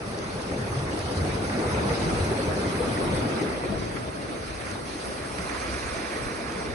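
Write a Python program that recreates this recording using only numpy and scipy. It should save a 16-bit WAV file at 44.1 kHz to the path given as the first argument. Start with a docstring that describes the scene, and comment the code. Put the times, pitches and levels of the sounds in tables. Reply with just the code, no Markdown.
"""A boulder shore: a swell rolls in, breaks and drains, then a second wash with less bass foams up on the right.
Filtered noise and bubble clicks, steered by the waves' levels, make the boom, churn, white water, spray and foam.
Gliding sine pings make air pockets and single bubbles; short noise bursts make slaps, splashes and drops nearby.
Low noise makes the light breeze at the two microphones, and water pours off the ledges between the waves."""
import sys
import numpy as np
from scipy import signal
from scipy.fft import rfft, irfft, next_fast_len
from scipy.io import wavfile

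SR = 44100
rng = np.random.default_rng(int(sys.argv[2]) if len(sys.argv) > 2 else 0)


def store_wav(level_fs):
    """Save 16-bit WAV to argv[1]."""
    pcm = np.round(np.clip(np.atleast_2d(level_fs), -1, 1) * 32767)
    wavfile.write(sys.argv[1], SR, pcm.T.astype(np.int16))


N = 297498


def from_db(db):
    """Decibels to gain."""
    return 10 ** (np.asarray(db) / 20)


def rms_one(x):
    """Scale to unit rms."""
    return x / np.sqrt(np.mean(x ** 2) + 1e-20)


def at_hz(rows, hz):
    """Each column of a spectrum at one frequency or more, on a logarithmic frequency scale."""
    points, *columns = np.transpose(rows)
    return [np.interp(np.log(hz), np.log(points), c) for c in columns]


def pan(left_db):
    """Left and right gains of constant power, left_db apart."""
    gains = from_db(np.array([[.5], [-.5]]) * left_db)
    return gains / np.sqrt(np.mean(gains ** 2, axis=0))


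def all_round(turn):
    """Left and right weights, signs included, for a direction given as a fraction of a turn."""
    return np.array([np.cos(2 * np.pi * turn), np.sin(2 * np.pi * turn)])


def decay(t, t60):
    """Exponential fall by 60 dB in t60."""
    return np.exp(-np.log(1000) * t / t60)


def hump(s, half_s):
    """A smooth rise and fall of height 1 around time s, down to 1/e after half_s."""
    return np.exp(-((np.arange(N) / SR - s) / half_s) ** 2)


def lifts_db(surges):
    """A table of short surges as curves over time, one for each lift column."""
    return sum(np.outer(lifts, hump(s, half_s)) for s, half_s, *lifts in surges)


def drift(rate):
    """Smooth chance that changes about rate times a second; spread 1."""
    step = 40   # samples between the slow values
    r = np.exp(-2 * np.pi * rate * step / SR)
    slow = signal.lfilter([1], [1, -2 * r, r * r], rng.standard_normal(N // step + 2002))
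    slow = rms_one(slow[2000:])   # settled part only
    return np.interp(np.arange(N) / step, np.arange(len(slow)), slow)


def band(x, low_hz, high_hz):
    """Butterworth band-pass."""
    return signal.sosfilt(signal.butter(2, [low_hz, high_hz], "band", fs=SR, output="sos"), x)


def add(out, s, sound):
    """Mix a short stereo sound in at time s."""
    start = max(int(s * SR), 0)
    out[:, start:start + sound.shape[1]] += sound[:, :N - start]


def bursts(per_s, spread_db):
    """Clicks of bursting bubbles: many small, few large, each from its own direction."""
    at = np.flatnonzero(rng.random(N) < per_s / SR)
    size, turn = rng.random((len(at), 2)).T
    strength = from_db(spread_db * np.minimum(-np.log(1 - size), 4))
    clicks = np.zeros((2, N))
    clicks[:, at] = strength * all_round(turn)
    return rms_one(clicks)


def water(colour, per_s, grain_share, spread_db, patchy_db, surge_db, surge_rate, count, darker_db=0):
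    """A cloud of bubbles in count size bands: far ones merge into noise, near ones are clicks that ring briefly."""
    edges = np.geomspace(colour[0][0], colour[-1][0], count + 1)
    far = rng.standard_normal((2, 2, N))
    out = np.zeros((2, N))
    for k, (low, high) in enumerate(zip(edges, edges[1:])):
        hz = np.sqrt(low * high)
        drive = np.sqrt(1 - grain_share) * far[k % 2]
        if grain_share > 0:
            drive += np.sqrt(grain_share) * bursts(per_s / count, spread_db)
        tilt_db = darker_db * np.log2(np.median(edges) / hz)
        # each size band comes and goes on its own
        band_db = at_hz(colour, hz)[0] + tilt_db + patchy_db * drift(16.0)
        out += band(drive, low, high) * from_db(band_db)
    # small wavelets lift all sizes together
    return rms_one(out * from_db(surge_db * drift(surge_rate)))


def single_bubbles(per_s, low_hz, high_hz, cycles, rise, spread_db, tilt):
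    """Single bubbles pinch off and ring, gliding up; small ones are higher and tend to be fainter."""
    out = np.zeros((2, N))
    for when, pitch, size, turn in rng.random((int(per_s * N / SR), 4)):
        hz = low_hz * (high_hz / low_hz) ** pitch
        t60 = cycles / hz
        t = np.arange(int(SR * t60)) / SR
        ring = np.sin(2 * np.pi * hz * t * (1 + rise * t / t60 / 2))
        ping = (1 - np.exp(-t * hz)) * decay(t, t60) * ring
        strength = from_db(spread_db * min(-np.log(1 - size), 3)) * (low_hz / hz) ** tilt
        add(out, when * N / SR, strength * np.outer(all_round(turn), ping))
    return rms_one(out)


# Gusts on the microphones: (time [s], level [dB])
GUSTS = [(2.12, -35), (2.88, -40), (3.15, -38), (3.77, -37), (3.97, -43), (4.52, -44), (5.45, -43),
         (5.72, -37.5), (5.91, -39), (6.24, -39), (6.72, -38)]
GUST_S, BREEZE_DB = 0.075, -48   # half length of a gust [s]; light air between gusts [dB]


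def wind_db():
    """Level of the breeze: the powers of light air and short gusts add."""
    gusts = sum((from_db(db) * hump(s, GUST_S)) ** 2 for s, db in GUSTS)
    return 10 * np.log10(from_db(BREEZE_DB) ** 2 + gusts)


# Relative spectrum of the wind rumble: (frequency [Hz], density [dB per Hz])
BREEZE_COLOUR = [(18, -7), (36, -7), (52, 15), (80, 5), (160, -20)]


def breeze(level_db, left_db=2.0, shared=0.74, count=6):
    """Eddies rumble on the microphones; a shared part of their power reaches both at once."""
    edges = np.geomspace(BREEZE_COLOUR[0][0], BREEZE_COLOUR[-1][0], count + 1)
    own = rng.standard_normal((2, 2, N))
    common = rng.standard_normal((2, 1, N))
    eddies = np.sqrt(1 - shared) * own + np.sqrt(shared) * common
    rumble = np.zeros((2, N))
    for k, (low, high) in enumerate(zip(edges, edges[1:])):
        gain = from_db(at_hz(BREEZE_COLOUR, np.sqrt(low * high))[0])
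        rumble += band(eddies[k % 2], low, high) * gain
    return from_db(level_db) * rms_one(rumble) * pan(left_db)


# Relative spectrum of the streams: (frequency [Hz], density [dB per Hz])
RUNOFF_COLOUR = [(480, -3), (620, 1.5), (850, -10), (1100, -3), (1400, -3), (1900, -9), (2200, -18)]
# Water off the ledges between the waves:
# (start [s], time to full flow [s], full flow lasts [s], time to run dry [s], stream level [dB])
RUNOFF = (4.5, 0.2, 0.55, 0.1, -44.5)


def runoff(bubbles_db=-7):
    """Thin streams pour off the ledges as grainy noise and babble in the pools below as single bubbles."""
    s, rise_s, lasts_s, dry_s, level_db = RUNOFF
    flow = np.interp(np.arange(N) / SR, s + np.cumsum([0, rise_s, lasts_s, dry_s]), [0, 1, 1, 0])
    stream = water(RUNOFF_COLOUR, 900, grain_share=0.23, spread_db=2.0, patchy_db=3.5,
                   surge_db=2.0, surge_rate=24, count=7)
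    babble = single_bubbles(per_s=90, low_hz=480, high_hz=1900, cycles=37, rise=0.15,
                            spread_db=3.0, tilt=0.5)
    return from_db(level_db) * flow * (stream + from_db(bubbles_db) * babble)


# Fat drops on dry stone close by, level before the common trim:
# (time [s], level [dB], centre pitch [Hz], left-right [dB])
DROPS = [(.188, -28.5, 4600, 1), (.42, -33, 6500, -4), (.991, -28, 6000, -7), (1.249, -31, 4500, -7),
         (2.715, -32, 4500, -8), (2.977, -32, 5500, -7), (3.149, -32, 5000, 2), (3.164, -29, 8000, -2),
         (3.524, -35, 8000, -2), (4.713, -28, 4500, -2), (5.385, -30.5, 4000, -8), (6.522, -30, 4800, 3)]


def drops(t60=0.015, width=1.55, level_db=-4.0):
    """A drop bursts on stone with one short, bright tick of noise."""
    out, t = np.zeros((2, N)), np.arange(SR // 20) / SR
    for s, drop_db, hz, left_db in DROPS:
        noise = rms_one(band(rng.standard_normal((2, len(t))), hz / width, hz * width))
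        add(out, s, from_db(drop_db + level_db) * noise * decay(t, t60) * pan(left_db))
    return out


# Splashes on near stones, level before the common trim:
# (time [s], level [dB], centre pitch [Hz], 60 dB decay [s], left-right [dB])
SPLASHES = [(0.72, -28, 1140, .08, -1), (0.801, -30, 1150, .1, 0), (1.075, -24, 900, 0.088, -2),
            (1.495, -22, 1100, .08, 0), (2.325, -27, 1380, 0.089, -3), (3.295, -29, 1170, .08, 0),
            (3.520, -21, 1010, 0.034, 1), (3.636, -19, 845, .08, 0), (3.912, -29, 1150, .2, 5),
            (3.964, -22.5, 1450, .08, -4), (4.598, -28, 1200, .1, -5), (4.611, -29, 1950, .07, -7),
            (4.668, -27, 1500, .12, -12), (4.754, -19, 720, 0.033, -1), (5.383, -20, 1490, .06, -9.5),
            (5.492, -24, 1700, 0.09, -11), (5.547, -21, 1200, .05, -12), (6.659, -29, 1820, .08, -1)]


def splashes(attack_s=0.0011, width=1.5, lumpy_db=1.5, level_db=-7.5):
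    """A slap of water on stone, scattering at once into uneven drops: a lumpy, dying noise band."""
    out, t = np.zeros((2, N)), np.arange(SR // 4) / SR
    lumps = from_db(lumpy_db * drift(170))
    for s, splash_db, hz, t60, left_db in SPLASHES:
        noise = band(rng.standard_normal((2, len(t))), hz / width, hz * width)
        scatter = rms_one(noise * np.roll(lumps, -int(s * SR))[:len(t)])
        fall = (1 - np.exp(-t / attack_s)) * decay(t, t60)
        add(out, s, from_db(splash_db + level_db) * fall * scatter * pan(left_db))
    return out


# Air pockets slammed shut under the rocks:
# (time [s], level before attack and decay [dB], starting pitch [Hz], 60 dB decay [s], left-right [dB])
POCKETS = [(.518, -25.5, 534, 0.13, -2), (.57, -22, 482, .08, 0), (0.766, -21, 134, 0.2, 1),
           (.803, -32, 670, 0.11, -3), (1.088, -24, 373, .12, 3), (1.168, -17.5, 85, 0.3, 0.5),
           (1.216, -22.5, 139, 0.2, 5), (1.25, -24, 710, 0.1, -4), (1.545, -19.5, 242, 0.16, -2),
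           (1.587, -20, 310, 0.16, 0), (1.715, -28, 950, .1, 0), (1.898, -26, 837, .1, 0),
           (1.903, -20, 457, 0.11, 2), (2.01, -21, 215, .14, 1), (2.055, -18.5, 154, 0.17, -1),
           (2.135, -18.5, 126, 0.15, 2.5), (2.2, -20, 89, 0.26, 1), (2.291, -22.5, 82, 0.19, 1),
           (2.308, -16.5, 375, .08, 0), (2.385, -18.5, 525, 0.1, -1), (2.479, -17.5, 87, 0.14, 1),
           (2.728, -20, 384, 0.11, 0), (2.802, -12, 462, 0.075, 5), (2.873, -21, 263, 0.14, 8),
           (2.971, -15.5, 1810, .025, -5), (3.134, -22, 492, 0.12, 2), (3.228, -21, 240, .12, 2),
           (3.407, -21, 308, 0.15, 10), (3.698, -18.5, 194, 0.12, 6), (3.715, -23, 330, .09, 5),
           (3.722, -21.5, 635, 0.11, 21), (4.302, -26, 280, 0.11, 0), (4.719, -25, 93, 0.14, 3),
           (4.752, -21, 650, 0.034, 0), (4.951, -28.5, 310, 0.13, 4), (4.992, -29, 475, 0.087, 4),
           (5.207, -31, 94, 0.17, 4), (5.218, -29, 588, 0.078, 0), (5.382, -29.5, 180, 0.19, -2),
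           (5.459, -32, 1025, .1, -6), (5.659, -27, 480, 0.056, 0), (5.944, -23.5, 635, 0.076, -2),
           (6.215, -28, 120, .16, 1)]


def pockets(rise=0.25, attack_s=0.0046):
    """A trapped air pocket rings like a big bubble, rising in pitch as it nears the surface."""
    out, t = np.zeros((2, N)), np.arange(SR // 2) / SR
    for s, pocket_db, hz, t60, left_db in POCKETS:
        phase = 2 * np.pi * hz * (t + rise * t * t / (2 * t60))
        swing = (1 - np.exp(-t / attack_s)) * decay(t, t60)
        add(out, s, from_db(pocket_db) * swing * np.sin(phase) * pan(left_db))
    return out


# The breaker on the left, then the wash on the right: (break time [s], tumbling time [s],
# build [dB per s], ebb before the water's own pace [dB per s], suddenness of the break [factor],
# level [dB], extra weight in the bass, before the water's share [dB])
WAVES = [(1.52, 1.72, 4, 12.5, .8, 0, 0), (5.37, .86, 4.5, 8.5, 1.7, -0.55, -8.5)]
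BREAK_S, SAG_DB_PER_S = .07, .5   # time a crest takes to topple; a broken wave slowly spends itself


def wave_powers(kind):
    """Power that each wave gives one kind of water: it builds, jumps as it breaks, tumbles on and ebbs."""
    _, broken_db, jump_db, delay_s, weight_share, ebb_pace = kind
    powers = []
    for s, tumble_s, build, ebb, sudden, level_db, weight_db in WAVES:
        age = np.arange(N) / SR - s - delay_s
        jump = sudden * jump_db * (np.tanh(age / BREAK_S) - 1) / 2
        rise_db = build * np.minimum(age, 0) + jump
        sag_db = SAG_DB_PER_S * np.maximum(age, 0)
        ebb_db = ebb_pace * ebb * np.maximum(age - tumble_s, 0)
        wave_db = broken_db + level_db + weight_share * weight_db
        powers.append(from_db(wave_db + rise_db - sag_db - ebb_db) ** 2)
    return np.array(powers)


def water_db(kind):
    """Level of one kind of water: both waves on top of the restless sea."""
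    return 10 * np.log10(from_db(kind[0]) ** 2 + wave_powers(kind).sum(axis=0))


# Relative spectra of fine foam and spray: (frequency [Hz], density [dB per Hz])
FOAM_COLOUR = [(6800, -28), (8000, 3), (9300, 0), (10300, 0), (11600, -12)]
SPRAY_COLOUR = [(2500, 0.5), (3100, -1.5), (4200, 0.7), (4900, 0.5), (5350, -1.5), (6100, -3), (7000, -4.5)]
# How each answers a wave: (level between waves [dB], level once broken [dB], jump before suddenness [dB],
# delay [s], share of the wave's weight [factor], pace of the ebb [factor])
FOAM = (-61.5, -46, 1.9, -0.37, -0.1, 0.43)
SPRAY = (-51, -41.5, 2.2, -0.42, -0.05, 0.4)
# Sheets of spray thrown up and falling back: (time [s], half length [s], spray lift [dB], foam lift [dB])
SHOWERS = [(0.16, 0.07, 2, .5), (.425, .02, 2.5, 1), (1.0, 0.08, 1.5, 0.5), (1.3, .2, -1, -.5),
           (2.01, .09, 2, -1), (2.16, 0.2, 1.9, 3.5), (2.95, 0.17, 1.5, 3), (3.07, .015, 1, 1),
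           (3.16, 0.036, 2, 5.5), (3.38, .1, 2.3, 1.5), (3.6, 0.056, -1, -1), (3.84, .11, 1.5, -1.5),
           (4.15, 0.18, -2, -1.5), (4.69, 0.058, 0.5, 1.5), (4.8, 0.056, -2.5, 0.5), (5.22, 0.21, -3, -1),
           (6.15, 0.2, 1, 1)]
# Coarse drops after the breaker, fine in the wash: (time [s], half length [s], bass tilt [dB per octave])
COARSENESS = [(3.3, 0.59, 2.4), (5.8, .6, -2)]


def spray_and_foam(vigour):
    """Spray patters in the treble and finer bubbles fizz above it; the two flutter together."""
    flutter_db = 0.4 * drift(21)
    spray_db, foam_db = lifts_db(SHOWERS) + [water_db(SPRAY), water_db(FOAM)] + flutter_db
    spray = water(SPRAY_COLOUR, 3500 * vigour, grain_share=0.086, spread_db=1.0, patchy_db=2.5,
                  surge_db=0.36, surge_rate=7.8, count=14, darker_db=lifts_db(COARSENESS)[0])
    foam = water(FOAM_COLOUR, 7000 * vigour, grain_share=0.06, spread_db=0.0, patchy_db=1.97,
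                 surge_db=0.26, surge_rate=9.5, count=7)
    return from_db(spray_db) * spray + from_db(foam_db) * foam


# Relative spectra of the boom and the churn: (frequency [Hz], density [dB per Hz])
HEAVE_COLOUR = [(35, -35), (52, -7.5), (80, -1.5), (120, 0.5), (170, -8), (260, -22)]
CHURN_COLOUR = [(95, -16), (150, -2), (220, -0.5), (380, 2), (490, 0), (630, -5.5), (800, -7), (1100, -27),
                (1500, -6)]
# How each answers a wave: (level between waves [dB], level once broken [dB], jump before suddenness [dB],
# delay [s], share of the wave's weight [factor], pace of the ebb [factor])
HEAVE = (-48.5, -33, 3, -0.3, 2.3, 0.56)
CHURN = (-41, -28.5, 2.5, -0.02, 0.9, 0.57)
# Heavy water shoves in between the boulders or draws back:
# (time [s], half length [s], heave lift [dB], churn lift [dB])
SHOVES = [(0.55, 0.05, 4.5, 3), (0.74, 0.12, 5.5, 0), (1.02, .06, -2, -1), (1.22, 0.088, 2.5, 1),
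          (1.58, 0.1, -3, .5), (1.82, 0.23, 2, .5), (2.12, 0.1, 0, 1.5), (2.25, 0.06, 4.5, -2),
          (2.68, .04, 1, 0), (3.23, 0.18, 2, 1.5), (3.78, 0.15, 2, 1), (4.1, 0.061, -1.5, -1.5),
          (4.30, 0.06, -1, 1), (4.55, 0.093, 2, -3), (5.08, .06, -4, 0.5), (5.88, 0.065, 5, -2),
          (6.4, 0.085, 1, 1.5), (6.68, 0.15, 1, 3.5)]


def heave_and_churn(vigour):
    """Heavy water booms as low noise, bubble clouds churn above it and single bubbles gurgle."""
    heave_db, churn_db = lifts_db(SHOVES) + [water_db(HEAVE), water_db(CHURN)]
    # a heavier plunge traps larger bubbles: dB per octave towards the bass
    plunge_db = 0.16 * (churn_db - churn_db.mean())
    heave = water(HEAVE_COLOUR, 0, 0, 0, patchy_db=0.8, surge_db=0.5, surge_rate=16, count=7)
    churn = water(CHURN_COLOUR, 1500 * vigour, grain_share=0.04, spread_db=1.0, patchy_db=1.3,
                  surge_db=0.77, surge_rate=21, count=10, darker_db=plunge_db)
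    gurgle = single_bubbles(per_s=70, low_hz=189.9, high_hz=801, cycles=32.4, rise=0.24,
                            spread_db=2.5, tilt=0.19)
    return from_db(heave_db) * heave + from_db(churn_db) * (churn + from_db(-12) * gurgle)


def wavelets(per_s=28, low_hz=850, high_hz=2300, width=1.31, t60=0.075, attack_s=0.0049, spread_db=3.0):
    """Small crests slap over one another at random, each a noise band with its own pitch and side."""
    out, t = np.zeros((2, N)), np.arange(SR // 8) / SR
    fall = (1 - np.exp(-t / attack_s)) * decay(t, t60)
    for when, pitch, size, side in rng.random((int(per_s * N / SR), 4)):
        hz = low_hz * (high_hz / low_hz) ** pitch
        slap = rms_one(band(rng.standard_normal((2, len(t))), hz / width, hz * width))
        strength = from_db(spread_db * min(-np.log(1 - size), 2))
        add(out, when * N / SR, strength * fall * slap * pan(20 * (side - .5)))
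    return rms_one(out)


# Relative spectra of the breaker's and the wash's white water: (frequency [Hz], density [dB per Hz])
BREAKER_COLOUR = [(520, 1.5), (800, -0.5), (1050, -1), (1300, 0.8), (1650, -3.5), (2150, -3), (2550, -10.5),
                  (3000, -45), (3500, -3)]
WASH_COLOUR = [(420, -11), (600, 5), (850, -7), (1100, 3), (1350, 2), (1700, 0.5), (2200, 0.5),
               (2550, -6.5), (2950, -29), (3500, -33)]
# How it answers a wave: (level between waves [dB], level once broken [dB], jump before suddenness [dB],
# delay [s], share of the wave's weight [factor], pace of the ebb [factor])
WHITE = (-42.5, -34.4, 3, 0.06, 0.08, 1.07)
# White water sloshes up the stones or sinks away: (time [s], half length [s], lift [dB])
SLOSHES = [(.78, 0.075, 0.2), (1.75, .12, .8), (2.98, 0.11, .6), (3.38, 0.084, 1), (3.85, 0.13, 1),
           (4.07, 0.043, 0), (4.66, 0.14, 1.5), (4.82, 0.052, -3.5), (5.53, .07, 0.5)]


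def white_water(level_db, vigour):
    """The breaker rushes in, then the wash in its own colour; wavelets slap and water trickles off the stones."""
    # the second wave's part of the power
    share = np.clip(wave_powers(WHITE)[1] / from_db(level_db) ** 2, 0, 1)
    breaker = water(BREAKER_COLOUR, 3000 * vigour, grain_share=0.094, spread_db=1.0, patchy_db=2.5,
                    surge_db=0.46, surge_rate=18, count=12)
    wash = water(WASH_COLOUR, 7000 * vigour, grain_share=0.062, spread_db=1.0, patchy_db=1.1,
                 surge_db=0.1, surge_rate=24, count=12)
    trickle = single_bubbles(per_s=300, low_hz=855, high_hz=5580, cycles=73, rise=0.077,
                             spread_db=3.0, tilt=0.9)
    rush = np.sqrt(1 - share) * breaker + np.sqrt(share) * wash
    details = from_db(-9.5) * trickle + from_db(-11.5) * wavelets()
    return from_db(level_db + lifts_db(SLOSHES)[0]) * (rush + details)


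# Treble at the two microphones, the same for all places: (frequency [Hz], left-right likeness in step,
# likeness with the right a quarter cycle ahead, left-right [dB])
TREBLE_IMAGE = [(3180, -0.072, -0.036, 1.5), (4000, 0.076, -0.1, 0.3), (5300, -0.23, 0.09, -1.5),
                (6270, 0.66, -0.05, 0.6), (6920, -0.29, 0.04, 2.5), (8300, -0.12, -0.0, -3.5),
                (9740, 0.15, 0.13, -2.5), (10920, 1, -0.01, -0.1)]


def heard_from(place, pair):
    """Turn two unrelated channels into what the microphones pick up from one place on the shore."""
    size = next_fast_len(N)
    hz = np.fft.rfftfreq(size, 1 / SR) + 1   # keeps the logarithm finite
    in_step, right_ahead, left_db = at_hz(np.vstack([place, TREBLE_IMAGE]), hz)
    alike = in_step + 1j * right_ahead
    alike = alike / np.maximum(abs(alike), 1)
    left, other = rfft(pair, size)
    right = alike * left + np.sqrt(np.maximum(1 - abs(alike) ** 2, 0)) * other
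    return irfft(pan(left_db) * np.array([left, right]), size)[:, :N]


# Three places below the treble: (frequency [Hz], left-right likeness in step,
# likeness with the right a quarter cycle ahead, left-right [dB])
BREAKER_IMAGE = [(102, 1, 0.071, 0), (343, 0.84, 0.02, 2.3), (594, 0.35, 0.01, 1),
                 (950, -0.0039, 0.17, -1.0), (1300, -0.11, 0.16, -2), (1820, -0.33, -0.09, -2),
                 (2320, 0.17, 0.15, -1.7)]
DRAIN_IMAGE = [(100, 1, -0.0041, 1), (327, 0.56, -0.07, 1.5), (614, 0.25, -0.21, 3), (940, -0.61, -0.2, -2),
               (1320, -0.14, -0.21, -2.5), (1750, -0.2, -0.2, -4.5), (2380, 0.44, 0.066, -4)]
WASH_IMAGE = [(100, 0.72, -0.36, 0.5), (332, 0.95, -0.06, 1.5), (605, 0.085, -0.29, 0),
              (950, -0.11, -0.34, -3.5), (1300, -0.032, -0.48, -5), (1760, -0.095, -0.52, -10),
              (2400, 0.71, -0.16, -5.5)]
# when the backwash and the second wash take over, and how gradually [s]
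DRAIN_AT_S, WASH_AT_S, HANDOVER_S = 3.44, 5.24, 0.35


def along_the_shore(pair):
    """The surf crossfades from the breaker on the left through the draining rocks to the wash on the right."""
    t = np.arange(N) / SR
    draining, washing = [(1 + np.tanh((t - s) / HANDOVER_S)) / 2 for s in (DRAIN_AT_S, WASH_AT_S)]
    breaker = (1 - draining) * heard_from(BREAKER_IMAGE, pair)
    drain = (draining - washing) * heard_from(DRAIN_IMAGE, pair)
    return breaker + drain + washing * heard_from(WASH_IMAGE, pair)


def scene():
    """Surf of every bubble size along the shore, with breeze, air pockets, splashes and drops close by."""
    white_db = water_db(WHITE)
    vigour = from_db(white_db - white_db.max())   # harder breaking makes more bubbles
    near = breeze(wind_db()) + drops() + splashes() + pockets()
    surf = runoff() + spray_and_foam(vigour) + heave_and_churn(vigour) + white_water(white_db, vigour)
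    return along_the_shore(surf) + near


NOTCH_HZ, NOTCH_WIDTH_HZ, NOTCH_DEPTH = 7120, 1050, 0.6   # depth is the share of the notched sound
CUTOFF_HZ = 11300


def record(dry):
    """A narrow treble band is partly notched out and the top is cut steeply."""
    notched = signal.lfilter(*signal.iirnotch(NOTCH_HZ, NOTCH_HZ / NOTCH_WIDTH_HZ, fs=SR), dry)
    heard = dry + NOTCH_DEPTH * (notched - dry)
    return signal.sosfilt(signal.ellip(12, .1, 80, CUTOFF_HZ, fs=SR, output="sos"), heard)


dry = scene()
out = record(dry)
store_wav(out)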